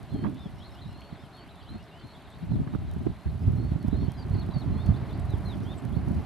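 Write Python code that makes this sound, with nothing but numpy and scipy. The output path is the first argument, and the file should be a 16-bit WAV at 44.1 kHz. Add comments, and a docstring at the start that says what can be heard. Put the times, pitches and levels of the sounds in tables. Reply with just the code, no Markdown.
"""A lakeshore in a rising breeze, heard through a stereo microphone out in the wind.
Close up, gusts rumble on its two ports, eddies thump them and the hardest puffs knock the housing.
Behind that lies the even rush of water and grass, with dry stems ticking against each other.
Some way off, small birds whistle thin slurred notes, many blurred by leaves;
banks and trees return a short, faint echo."""
import sys
import numpy as np
from scipy import signal
from scipy.io import wavfile
from scipy.ndimage import uniform_filter1d

SR = 44100
rng = np.random.default_rng(int(sys.argv[2]) if len(sys.argv) > 2 else 0)


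def unload_audio(sound):
    """Save the sound as a 16-bit wav file, at the path given as the first command line argument."""
    columns = np.transpose(np.atleast_2d(sound))
    # keep every value between -1 and 1, then stretch to whole-number steps
    steps = np.round(np.clip(columns, -1, 1) * 32767)
    wavfile.write(sys.argv[1], SR, steps.astype(np.int16))


N = 275625
T = np.arange(N) / SR

# Breeze over the shore: t/s, rush/dB, grass hiss/dB. Levels in all tables are relative.
BREEZE = [(0.0, -55.5, -74.5), (1.88, -55.5, -76.5), (3.38, -55.5, -74), (4.98, -47, -73.5),
          (5.46, -47.5, -72), (5.94, -50.5, -73.5), (6.25, -47.5, -71)]


def from_db(db):
    return 10 ** (np.asarray(db) / 20)


def rms_one(x):
    return x / np.sqrt(np.mean(x ** 2) + 1e-20)


def in_time(rows):
    """One curve per column after t/s, joined by straight lines."""
    times, *columns = np.transpose(rows)
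    return [np.interp(T, times, column) for column in columns]


def at_hz(points, hz):
    freqs, values = np.transpose(points)
    return np.interp(np.log(hz), np.log(freqs), values)


def panned(x, pan_db):
    """Positive pan_db favours the left."""
    return x * from_db([[pan_db / 2], [-pan_db / 2]])


def band(x, low_hz, high_hz):
    sos = signal.butter(2, [low_hz, min(high_hz, SR / 2 - 100)], "band", fs=SR, output="sos")
    return signal.sosfilt(sos, x + 1e-18)


def resonate(x, hz, width_hz):
    return signal.lfilter(*signal.iirpeak(hz, hz / width_hz, fs=SR), x)


def add(out, start_s, sound):
    i = max(int(start_s * SR), 0)
    out[..., i:i + sound.shape[-1]] += sound[..., :N - i]


def drift(rate_hz):
    """A smooth random curve with spread 1."""
    step = 40
    pole = np.exp(-2 * np.pi * rate_hz * step / SR)
    slow = signal.lfilter([1], [1, -2 * pole, pole * pole], rng.standard_normal(N // step + 2002))[2000:]
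    return np.interp(np.arange(N) / step, np.arange(len(slow)), rms_one(slow))


def noise_bands(spectrum, likeness, count):
    """Half-octaves of stereo noise from 25 Hz up, as (f/Hz, band); together their rms is about 1."""
    edges = 25 * 2 ** (np.arange(count + 1) / 2)
    centres = np.sqrt(edges[1:] * edges[:-1])
    gains = from_db(at_hz(spectrum, centres))
    gains /= np.sqrt(np.sum(gains ** 2 * np.diff(edges)) * 2 / SR)
    for k, hz in enumerate(centres):
        mid, side = gains[k] * band(rng.standard_normal((2, N)), edges[k], edges[k + 1])
        alike = np.clip(at_hz(likeness, hz), -1, 1)
        yield hz, np.sqrt((1 + alike) / 2) * mid + np.sqrt((1 - alike) / 2) * side * [[1], [-1]]


def airy(spectrum, likeness, flicker_db):
    """Wide noise whose bands each flicker a little."""
    return sum(x * from_db(flicker_db * drift(27)) for _, x in noise_bands(spectrum, likeness, count=18))


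def buffeting(lump_db=2.0, lump_hz=46.6, surge_db=1.12, surge_hz=11):
    """Turbulence at the ports: big eddies rumble in both, small ones flutter in each, in lumps."""
    # Wind strength at the microphone: t/s, rumble/dB, flutter/dB
    strength = [(0.0, -45, -37.5), (0.07, -46, -65), (0.15, -38.5, -30), (0.21, -42.5, -37),
                (0.29, -44, -32), (0.4, -47.5, -48.5), (0.7, -49, -58.5), (0.9, -45.5, -50.5),
                (1.07, -55, -63), (1.67, -51, -77), (1.71, -43.5, -43.5), (1.9, -55.5, -81),
                (2.33, -54, -66.5), (2.52, -32, -36.5), (2.62, -31, -37), (2.655, -44.5, -41),
                (2.9, -34, -48.5), (3.03, -38.5, -40.5), (3.1, -36, -38.5), (3.14, -43, -55),
                (3.245, -55, -63), (3.26, -20.5, -44.5), (3.38, -37, -45.5), (3.48, -18.5, -39.5),
                (3.6, -30.5, -39), (3.76, -31.5, -42.5), (3.81, -42, -44), (3.91, -31, -53),
                (3.95, -24, -41), (4.04, -30, -37), (4.14, -40.5, -52), (4.35, -26, -37.5),
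                (4.44, -36, -43.5), (4.61, -34.5, -40), (4.75, -22, -41), (4.81, -35.5, -46.5),
                (4.9, -18.5, -38), (4.97, -31, -40), (5.05, -39, -43.5), (5.22, -29.5, -48),
                (5.5, -33, -44), (5.7, -38.5, -41.5), (5.83, -38.5, -41.5), (5.97, -30, -42),
                (6.04, -31.5, -38), (6.18, -31, -37.5), (6.25, -48, -55)]
    # It swirls, then settles on the right port: t/s, left-right/dB, unshared rumble/dB
    direction = [(0, -2.5, 5.5), (3.1, 4, 7), (3.3, -5, -6), (6.25, -6, -1)]
    # Spectrum of the turbulence: f/Hz, density/dB
    spectrum = [(20, -24), (40, -19.5), (62, -3.5), (85, -2.5), (120, -1.5), (170, -5.5), (240, -8),
                (340, -17.5), (600, -31), (1200, -53.5), (3000, -86)]
    # Likeness of the two ports: f/Hz, correlation
    likeness = [(30, 0.95), (70, 0.75), (130, 0.26), (220, 0.22), (400, 0.84), (2000, 0.63)]
    rumble_db, flutter_db = in_time(strength)
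    facing_db, apart_db = in_time(direction)
    lumps = 1.64 * drift(lump_hz) + 0.44 * np.array([drift(lump_hz), drift(lump_hz)])
    lumps = lump_db * np.clip(lumps, -2, 1.5)
    surges = surge_db * np.clip(drift(surge_hz), -1.5, 1.5)
    out = 0
    for hz, noise in noise_bands(spectrum, likeness, count=14):
        small = at_hz([(90, 0.081), (240, 1)], hz)  # share of small eddies
        level_db = (1 - small) * (rumble_db + 4) + small * (flutter_db + 4.5)
        unrest_db = surges + lumps * (0.62 + 0.4 * small)
        shared = noise.mean(axis=0)
        ports = shared + (noise - shared) * from_db(apart_db * (1 - small))
        out = out + panned(ports * from_db(level_db + unrest_db), facing_db - 4.2 * small)
    return out


def shore_rush():
    """Distant water and grass rush with the breeze over a steady bed of air; the top falls steeply."""
    # Spectrum of the rush: f/Hz, density/dB
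    rush_spectrum = [(25, 2), (70, 5.5), (150, 12), (350, 4.5), (680, 4.5), (1200, -5.5), (2400, -15),
                     (3200, -23.5), (4400, -38), (5500, -18), (13000, -40)]
    # Spectrum of the far shore in still air: f/Hz, density/dB
    air_spectrum = [(25, -59), (700, 8), (2000, 2), (3000, -2.5), (4200, -2), (5200, -21), (7000, 2.5),
                    (13000, -15)]
    # Left-right likeness of the shore: f/Hz, correlation
    likeness = [(60, 0.93), (600, 0.98), (2000, 0.85), (4500, 0.7), (13000, 0.33)]
    rush_db, _ = in_time(BREEZE)
    rush = from_db(rush_db + 4.5) * airy(rush_spectrum, likeness, flicker_db=1.3)
    far_shore = from_db(-57.5) * airy(air_spectrum, likeness, flicker_db=2.0)
    return signal.sosfilt(signal.butter(10, 4700, fs=SR, output="sos"), rush + far_shore)


def grass_hiss():
    """The breeze draws a high, wide hiss from the grass."""
    # Spectrum of the grass: f/Hz, density/dB
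    spectrum = [(25, -17), (3000, 6), (5500, 6.5), (7000, 0), (9000, 9.5), (12500, 5), (15000, -4)]
    # Left-right likeness of the grass: f/Hz, correlation
    likeness = [(3000, 0.45), (6000, 0.76), (9000, 0.038), (13000, -0.39)]
    _, hiss_db = in_time(BREEZE)
    return from_db(hiss_db + 5) * airy(spectrum, likeness, flicker_db=1.4)


def ringing_hiss():
    """A faint steady hiss, dead centre, rings in a few narrow bands."""
    # Resonances of the hiss: f/Hz, width/Hz, level/dB
    modes = [(5260, 440, -88.5), (7550, 350, -84.5), (8680, 93, -87)]
    return sum(from_db(db) * rms_one(resonate(rng.standard_normal(N), hz, width))
               for hz, width, db in modes)


def stem_ticks(most_per_s=120, decay_s=0.0009):
    """Dry stems snap together; fainter touches come thicker and harder as the grass hiss rises."""
    # The distinct snaps: t/s, level/dB
    snaps = [(0.031, -59), (0.346, -63), (.5872, -69), (.725, -69), (1.0086, -62), (1.828, -65),
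             (2.3037, -64), (2.914, -58.5), (2.9375, -62), (3.828, -60), (3.882, -57), (4.1194, -54.5),
             (4.4634, -63), (4.585, -63), (4.862, -56), (5.108, -65), (5.195, -62), (5.255, -63),
             (5.306, -61), (5.6353, -63), (5.852, -56), (6.085, -59)]
    _, hiss_db = in_time(BREEZE)
    clicks = np.zeros(N)
    for start, level_db in snaps:
        add(clicks, start, from_db([level_db + 12]))
    touched = rng.random(N) < most_per_s * from_db(3 * (hiss_db - hiss_db.max())) / SR
    touches = touched * from_db(hiss_db + 15.5 + 4 * np.clip(rng.standard_normal((2, N)), -2, 2))
    t = np.arange(SR // 100) / SR
    rustle = rng.standard_normal(len(t)) * np.exp(-t / decay_s)
    snap = 3 * (t == 0) + 2.5 * rustle / np.linalg.norm(rustle)
    return band(signal.fftconvolve(clicks + touches, snap[None])[:, :N], 3500, 13700)


def whistle(length, pitches, waver, flutter_db, edge_s=0.011, sag_db=14, swell_db=0):
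    """A bird's wavering, near-pure tone glides through pitches, losing sag_db an octave below the top."""
    u = np.linspace(0, 1, int(max(length, 0.02) * SR))
    glide = np.interp(u, np.linspace(0, 1, len(pitches)), pitches)
    hz = uniform_filter1d(glide, len(u) // 10)
    wobble, flutter = rms_one(band(rng.standard_normal((2, SR // 3)), 25, 150))[:, -len(u):]
    to_edge_s = np.minimum(u, 1 - u) * length
    fade = np.sin(np.pi / 2 * np.minimum(to_edge_s / edge_s, 1))
    level_db = flutter_db * np.minimum(flutter, 1.2) + sag_db * np.log2(hz / hz.max()) + swell_db * u
    phase = 2 * np.pi * np.cumsum(hz * (1 + waver * wobble)) / SR
    return rms_one(fade * from_db(level_db) * np.sin(phase))


def piping_bird(rise=0.061, ease=1.79):
    """One bird, some way off, repeats a plain whistle that rises and levels out."""
    # Its whistles: t/s, length/s, top f/Hz, level/dB
    pipes = [(0.094, 0.15, 4330, -63.5), (0.93, 0.17, 4390, -63), (1.33, 0.11, 4460, -61),
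             (1.686, 0.097, 4260, -61.5), (2.025, 0.12, 4340, -64), (3.162, 0.14, 4280, -72),
             (3.563, .14, 4400, -66), (3.948, 0.13, 4380, -62.5), (4.718, 0.17, 4350, -64.5)]
    out = np.zeros(N)
    glide = 1 - rise * np.linspace(1, 0, 9) ** ease
    for start, length, top_hz, level_db in pipes:
        note = whistle(length, top_hz * glide, waver=0.0012, flutter_db=3, edge_s=0.0053, sag_db=-6)
        add(out, start, from_db(level_db) * note)
    return out


def shore_echo(x, t60):
    """Banks and trees scatter a thin tail, different at each side."""
    t = np.arange(SR // 2) / SR
    tail = rng.standard_normal((2, len(t))) * from_db(-60 * t / t60) * (t > 0.012)
    return signal.fftconvolve(x[None], tail / np.linalg.norm(tail[0]))[:, :N]


def through_foliage(note, blur, decay_s=0.014):
    """Leaves on the way to the microphone return late copies of a note and break it up."""
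    t = np.arange(SR // 15) / SR
    late = rng.standard_normal(len(t)) * np.exp(-t / decay_s)
    paths = (t == 0) + blur * from_db(-2) * late / np.linalg.norm(late)
    heard = signal.fftconvolve(note, paths)
    return heard * np.linalg.norm(note) / np.linalg.norm(heard)


def songbirds():
    """Overlapping songs from among the leaves: slurred notes, some clear and some hoarse."""
    # Kinds of note: name -> pitch as a share of the top pitch, evenly spaced through the note
    slurs = {"sweep": [.68, .72, .76, .81, .96, .99, 1], "climb": [.87, .92, .96, .99, 1], "arch": [.93, 1,
             .99, .95, .88], "dip": [.93, .78, .71, .77, .89, 1], "scoop": [1, .91, .87, .87, .9, .98],
             "fall": [1, .99, .93, .86, .71], "hook": [.84, .85, .91, .96, 1, .8], "flick": [1, .98, .955,
             .935, .935, .94, .935, .82, .68], "ledge": [.98, 1, 1, .99, .88, .71]}
    # The notes sung: t/s, length/s, top f/Hz, level/dB, roughness (0 is clear), kind
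    song = [(0.112, 0.18, 3590, -65.5, 0, "scoop"), (0.373, 0.11, 3596, -59.5, 0.4, "arch"),
            (0.58, 0.092, 4190, -58.5, 0.9, "sweep"), (0.744, 0.092, 4080, -60, 1.1, "sweep"),
            (0.811, 0.085, 4320, -63, 0.5, "scoop"), (.902, 0.073, 2900, -67, .3, "arch"),
            (1.02, 0.033, 3400, -65, 0.5, "fall"), (1.37, 0.037, 3220, -63, .7, "arch"),
            (1.467, 0.047, 4070, -63, 1, "sweep"), (1.596, 0.032, 3540, -61.5, 0.8, "fall"),
            (1.652, 0.056, 4150, -60.5, 1, "sweep"), (1.776, .05, 2900, -65, .3, "climb"),
            (1.908, 0.125, 3100, -63.5, 0.35, "climb"), (2.14, 0.047, 4560, -63, 1, "dip"),
            (2.247, .04, 3860, -66, 1, "fall"), (2.298, 0.066, 4740, -65, 1, "dip"),
            (2.507, 0.05, 4100, -65.5, .5, "ledge"), (2.708, .07, 3820, -70, 0.8, "arch"),
            (2.868, 0.057, 3950, -68, .7, "arch"), (3.795, 0.047, 4480, -67, 0.6, "arch"),
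            (3.891, 0.093, 3730, -68, 0.6, "arch"), (3.908, 0.053, 4030, -65, 0.3, "arch"),
            (3.987, 0.056, 3900, -65, .7, "fall"), (4.061, 0.068, 3290, -65, 0.8, "climb"),
            (4.136, 0.044, 4570, -64.5, 0.5, "scoop"), (4.169, 0.047, 3200, -70, 0.6, "arch"),
            (4.172, 0.069, 5000, -57.5, 0.4, "flick"), (4.305, 0.092, 4330, -65, 0.5, "arch"),
            (4.338, .03, 4680, -64, 0.6, "arch"), (4.377, 0.057, 4370, -54.5, .35, "ledge"),
            (4.497, 0.058, 4050, -62, 0.5, "arch"), (4.534, 0.1, 4640, -55.5, 0.47, "flick"),
            (4.77, 0.071, 3720, -59, .3, "climb"), (4.928, 0.05, 4800, -60, 0.5, "dip"),
            (5.086, 0.066, 4860, -61, 0.65, "dip"), (5.284, 0.071, 4080, -60, 0.6, "fall"),
            (5.448, 0.1, 4200, -53.5, 0.24, "fall"), (5.646, 0.1, 3720, -55.5, 0.7, "hook"),
            (5.922, 0.05, 4470, -63, 0.8, "sweep")]
    out = np.zeros(N)
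    for start, length, top_hz, level_db, rough, kind in song:
        note = whistle(length, top_hz * np.array(slurs[kind]), waver=0.011 * rough,
                       flutter_db=4.5 * rough, edge_s=0.013, sag_db=5, swell_db=1)
        add(out, start, from_db(level_db) * through_foliage(note, blur=rough))
    return out


def eddy_thumps(rise=0.56, fall=0.72):
    """An eddy briefly swings the pressure, out of step at the ports; air tears at the crests."""
    # Eddies on the microphone: t/s, swing/dB, f/Hz, crackle/dB, time scale/s, left-right/dB
    eddies = [(0.146, -22.5, 148, -66, 0.0071, 9), (.2425, -21, 160, -35.5, 0.0047, 11),
              (0.259, -24.5, 207.6, -36.5, 0.018, -13), (.463, -22, 181, -57, 0.0074, 0.5),
              (.54, -31, 108, -76, 0.0062, -6), (.86, -34, 153, -74, 0.01, -11),
              (1.128, -27.5, 147.6, -74, 0.0062, -8.5), (1.237, -34.5, 137, -66, 0.0038, -9),
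              (1.755, -29.5, 217, -50, 0.016, -1), (2.048, -32, 121, -70, 0.014, 4),
              (2.435, -24.5, 168, -66, 0.017, 3), (2.52, -20, 154, -50, 0.0057, -15),
              (2.558, -20, 207, -51, 0.0055, 12.5), (2.598, -23.5, 190, -64, 0.0081, -12),
              (2.616, -18.5, 145, -64, 0.0067, -2), (2.673, -21.5, 190, -52, 0.0044, 5),
              (2.739, -24.5, 190, -46, 0.0083, -14), (2.755, -17.5, 185, -58, 0.0056, -12),
              (2.965, -20, 173, -68, 0.0055, -8), (3.015, -23.5, 230, -66, 0.009, 1),
              (3.069, -14.5, 311, -52, 0.0045, -13), (3.495, -17.5, 128.4, -70, 0.024, -5),
              (3.553, -32, 78, -72, 0.015, 0), (3.64, -26.5, 130.6, -72, 0.033, -3),
              (3.72, -12, 114, -65, 0.0048, -3), (3.762, -19.5, 151, -68, 0.0067, -13.5),
              (3.849, -19.5, 206, -66, 0.0084, -8), (3.883, -14, 105, -83, 0.0057, -11),
              (3.931, -15, 201, -59, 0.0038, -14.5), (3.944, -18, 80, -70, 0.019, -9),
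              (3.979, -20, 140, -68, 0.0036, -12), (4.027, -17, 85, -61, 0.0068, 1),
              (4.084, -17, 128, -66, 0.0055, -14), (4.343, -18.5, 108, -68, 0.016, -13),
              (4.49, -18, 128, -66, 0.0034, -17.5), (4.565, -15.5, 144, -62, 0.0073, -8.5),
              (4.64, -25, 120, -68, 0.0043, -6), (4.762, -18.5, 92, -71, 0.013, -5),
              (4.893, -22, 195, -38, 0.016, -2), (4.917, -13.5, 82, -55, 0.0085, -3),
              (5.339, -21.5, 128.5, -64, 0.0051, -13), (5.969, -15.5, 158, -65, 0.006, -10),
              (6.079, -17.5, 160, -58, 0.0044, -9), (6.112, -17, 194, -49, 0.009, -1),
              (6.19, -19, 87, -66, 0.015, -4)]
    out = np.zeros((2, N))
    t = np.arange(-SR // 10, SR // 10) / SR
    for when, swing_db, hz, crackle_db, scale_s, pan_db in eddies:
        width_s = scale_s * np.where(t < 0, rise, fall)  # it hits faster than it leaves
        swell = np.exp(-0.5 * (t / width_s) ** 2)
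        phase = 2 * np.pi * (hz * t + rng.random()) + np.array([[0], [hz / 140]])
        jitter = rms_one(band(rng.standard_normal((2, len(t))), 27, 146))
        swing = np.sin(phase + 0.61 * jitter)
        tearing = band(rng.standard_normal((2, len(t))) * swing ** 4, 368, 1440)
        crackle = rms_one(band(tearing, 170, 1200))
        thump = from_db(swing_db - 3) * swing + from_db(crackle_db - 4.5) * crackle
        add(out, when + t[0], panned(swell * thump, pan_db))
    return out


def housing_slaps(decay_s=0.0031, pan_db=-18.5):
    """Sudden, fast-dying bursts of air knock the microphone housing on its right side."""
    # The hardest puffs: t/s, level/dB, upper f/Hz
    puffs = [(0.239, -39, 3000), (.246, -33.5, 1400), (0.257, -49, 1500), (0.267, -42, 1500),
             (2.557, -48, 1400), (2.6745, -42.5, 1400), (2.7483, -37.5, 1090)]
    # Resonances of the housing: f/Hz, width/Hz, level/dB
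    modes = [(840, 900, -1), (1260, 540, 16), (1540, 140, -29), (2400, 450, -3)]
    out = np.zeros(N)
    t = np.arange(SR // 25) / SR
    for start, level_db, upper_hz in puffs:
        burst = band(rng.standard_normal(len(t)) * np.exp(-t / decay_s), 400, upper_hz)
        knock = sum(from_db(db) * resonate(burst, hz, width) for hz, width, db in modes)
        add(out, start, from_db(level_db) * knock / np.abs(knock).max())
    return panned(out, pan_db)


def far_twitter(per_s=16, low_hz=3100, span_hz=1142, high_lift_db=1.0):
    """Birds much farther off slur short notes at random, the higher ones a touch louder."""
    # Spells of twitter: start t/s, end t/s, level/dB
    spells = [(0.3, 2.2, -69), (2.2, 3.15, -75), (3.801, 5.6, -75)]
    out = np.zeros(N)
    for start, end, level_db in spells:
        count = int(per_s * (end - start))
        for when, length, height, slope, arch in rng.random((100, 5))[:count]:
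            contour = 1 + 0.27 * np.array([0.5 - slope, arch - 0.5, slope - 0.5])
            pitches = (low_hz + span_hz * height) * contour
            note = whistle(0.05 + 0.0351 * length, pitches, waver=0.007, flutter_db=4.5)
            add(out, start + when * (end - start), from_db(level_db + high_lift_db * height) * note)
    return out


def far_high_bird():
    """A distant bird whistles high arches, blurred by the leaves between."""
    # Its notes: t/s, length/s, top f/Hz, level/dB
    notes = [(.38, 0.1, 5350, -75), (0.54, 0.094, 5520, -73), (0.686, 0.077, 5370, -71),
             (0.848, .09, 5350, -75), (1.167, .09, 5200, -75), (1.907, .07, 5050, -79),
             (3.384, 0.07, 5050, -74), (3.978, 0.068, 5620, -76)]
    out = np.zeros(N)
    for start, length, top_hz, level_db in notes:
        arch = 1 - 0.3 * (np.linspace(0, 1, 7) - rng.uniform(0.5, 0.65)) ** 2
        note = whistle(length, top_hz * arch, waver=0.011, flutter_db=5)
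        add(out, start, from_db(level_db) * through_foliage(note, blur=1))
    return out


def chips_and_clicks():
    """Thin high bird chips, plus a woody tick and a sharp click, each a brief swell of band noise."""
    # Chips, the tick (1.02 s) and the click (4.867 s): t/s, f/Hz, width/Hz, level/dB, time spread/s
    bursts = [(.913, 7800, 600, -75, .005), (1.02, 2900, 1000, -50.5, 0.0028),
              (1.63, 4260, 700, -57, 0.0018), (1.84, 5200, 400, -71, .012), (2.315, 8000, 500, -74, .008),
              (4.867, 3580, 2400, -48, 0.0012), (5.2, 8160, 1200, -64, .004), (5.64, 5500, 700, -66, .007),
              (5.784, 7800, 600, -59.5, .007)]
    out = np.zeros(N)
    t = np.arange(-SR // 20, SR // 20) / SR
    for when, hz, width, level_db, spread_s in bursts:
        noise = rms_one(band(rng.standard_normal(len(t)), hz - width / 2, hz + width / 2))
        add(out, when + t[0], from_db(level_db) * noise * np.exp(-0.5 * (t / spread_s) ** 2))
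    return out


def scene():
    """Wind right on the microphone, water and grass around it, birds some way off near the centre."""
    wind = buffeting() + eddy_thumps() + housing_slaps()
    shore = shore_rush() + grass_hiss() + stem_ticks()
    farther_off = piping_bird() + songbirds() + far_high_bird() + far_twitter() + chips_and_clicks()
    hiss = ringing_hiss()
    echo = from_db(-10.5) * shore_echo(farther_off, t60=0.076)
    return wind + shore + hiss + panned(farther_off, pan_db=1) + echo


def record(dry):
    """The microphone: close ports share the deep bass; low cut, narrow low-mid notch, steep top end."""
    side = from_db(0.4) * (dry[0] - dry[1]) / 2
    side = signal.sosfilt(signal.butter(2, 48, "high", fs=SR, output="sos"), side)
    ports = dry.mean(axis=0) + side * [[1], [-1]]
    low_cut = signal.sosfilt(signal.butter(2, 30, "high", fs=SR, output="sos"), ports)
    notched = signal.lfilter(*signal.iirnotch(495.7, Q=4.87, fs=SR), low_cut)
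    return signal.sosfilt(signal.ellip(10, 0.2, 80, 12850, fs=SR, output="sos"), notched)


dry = scene()
out = record(dry)
unload_audio(out)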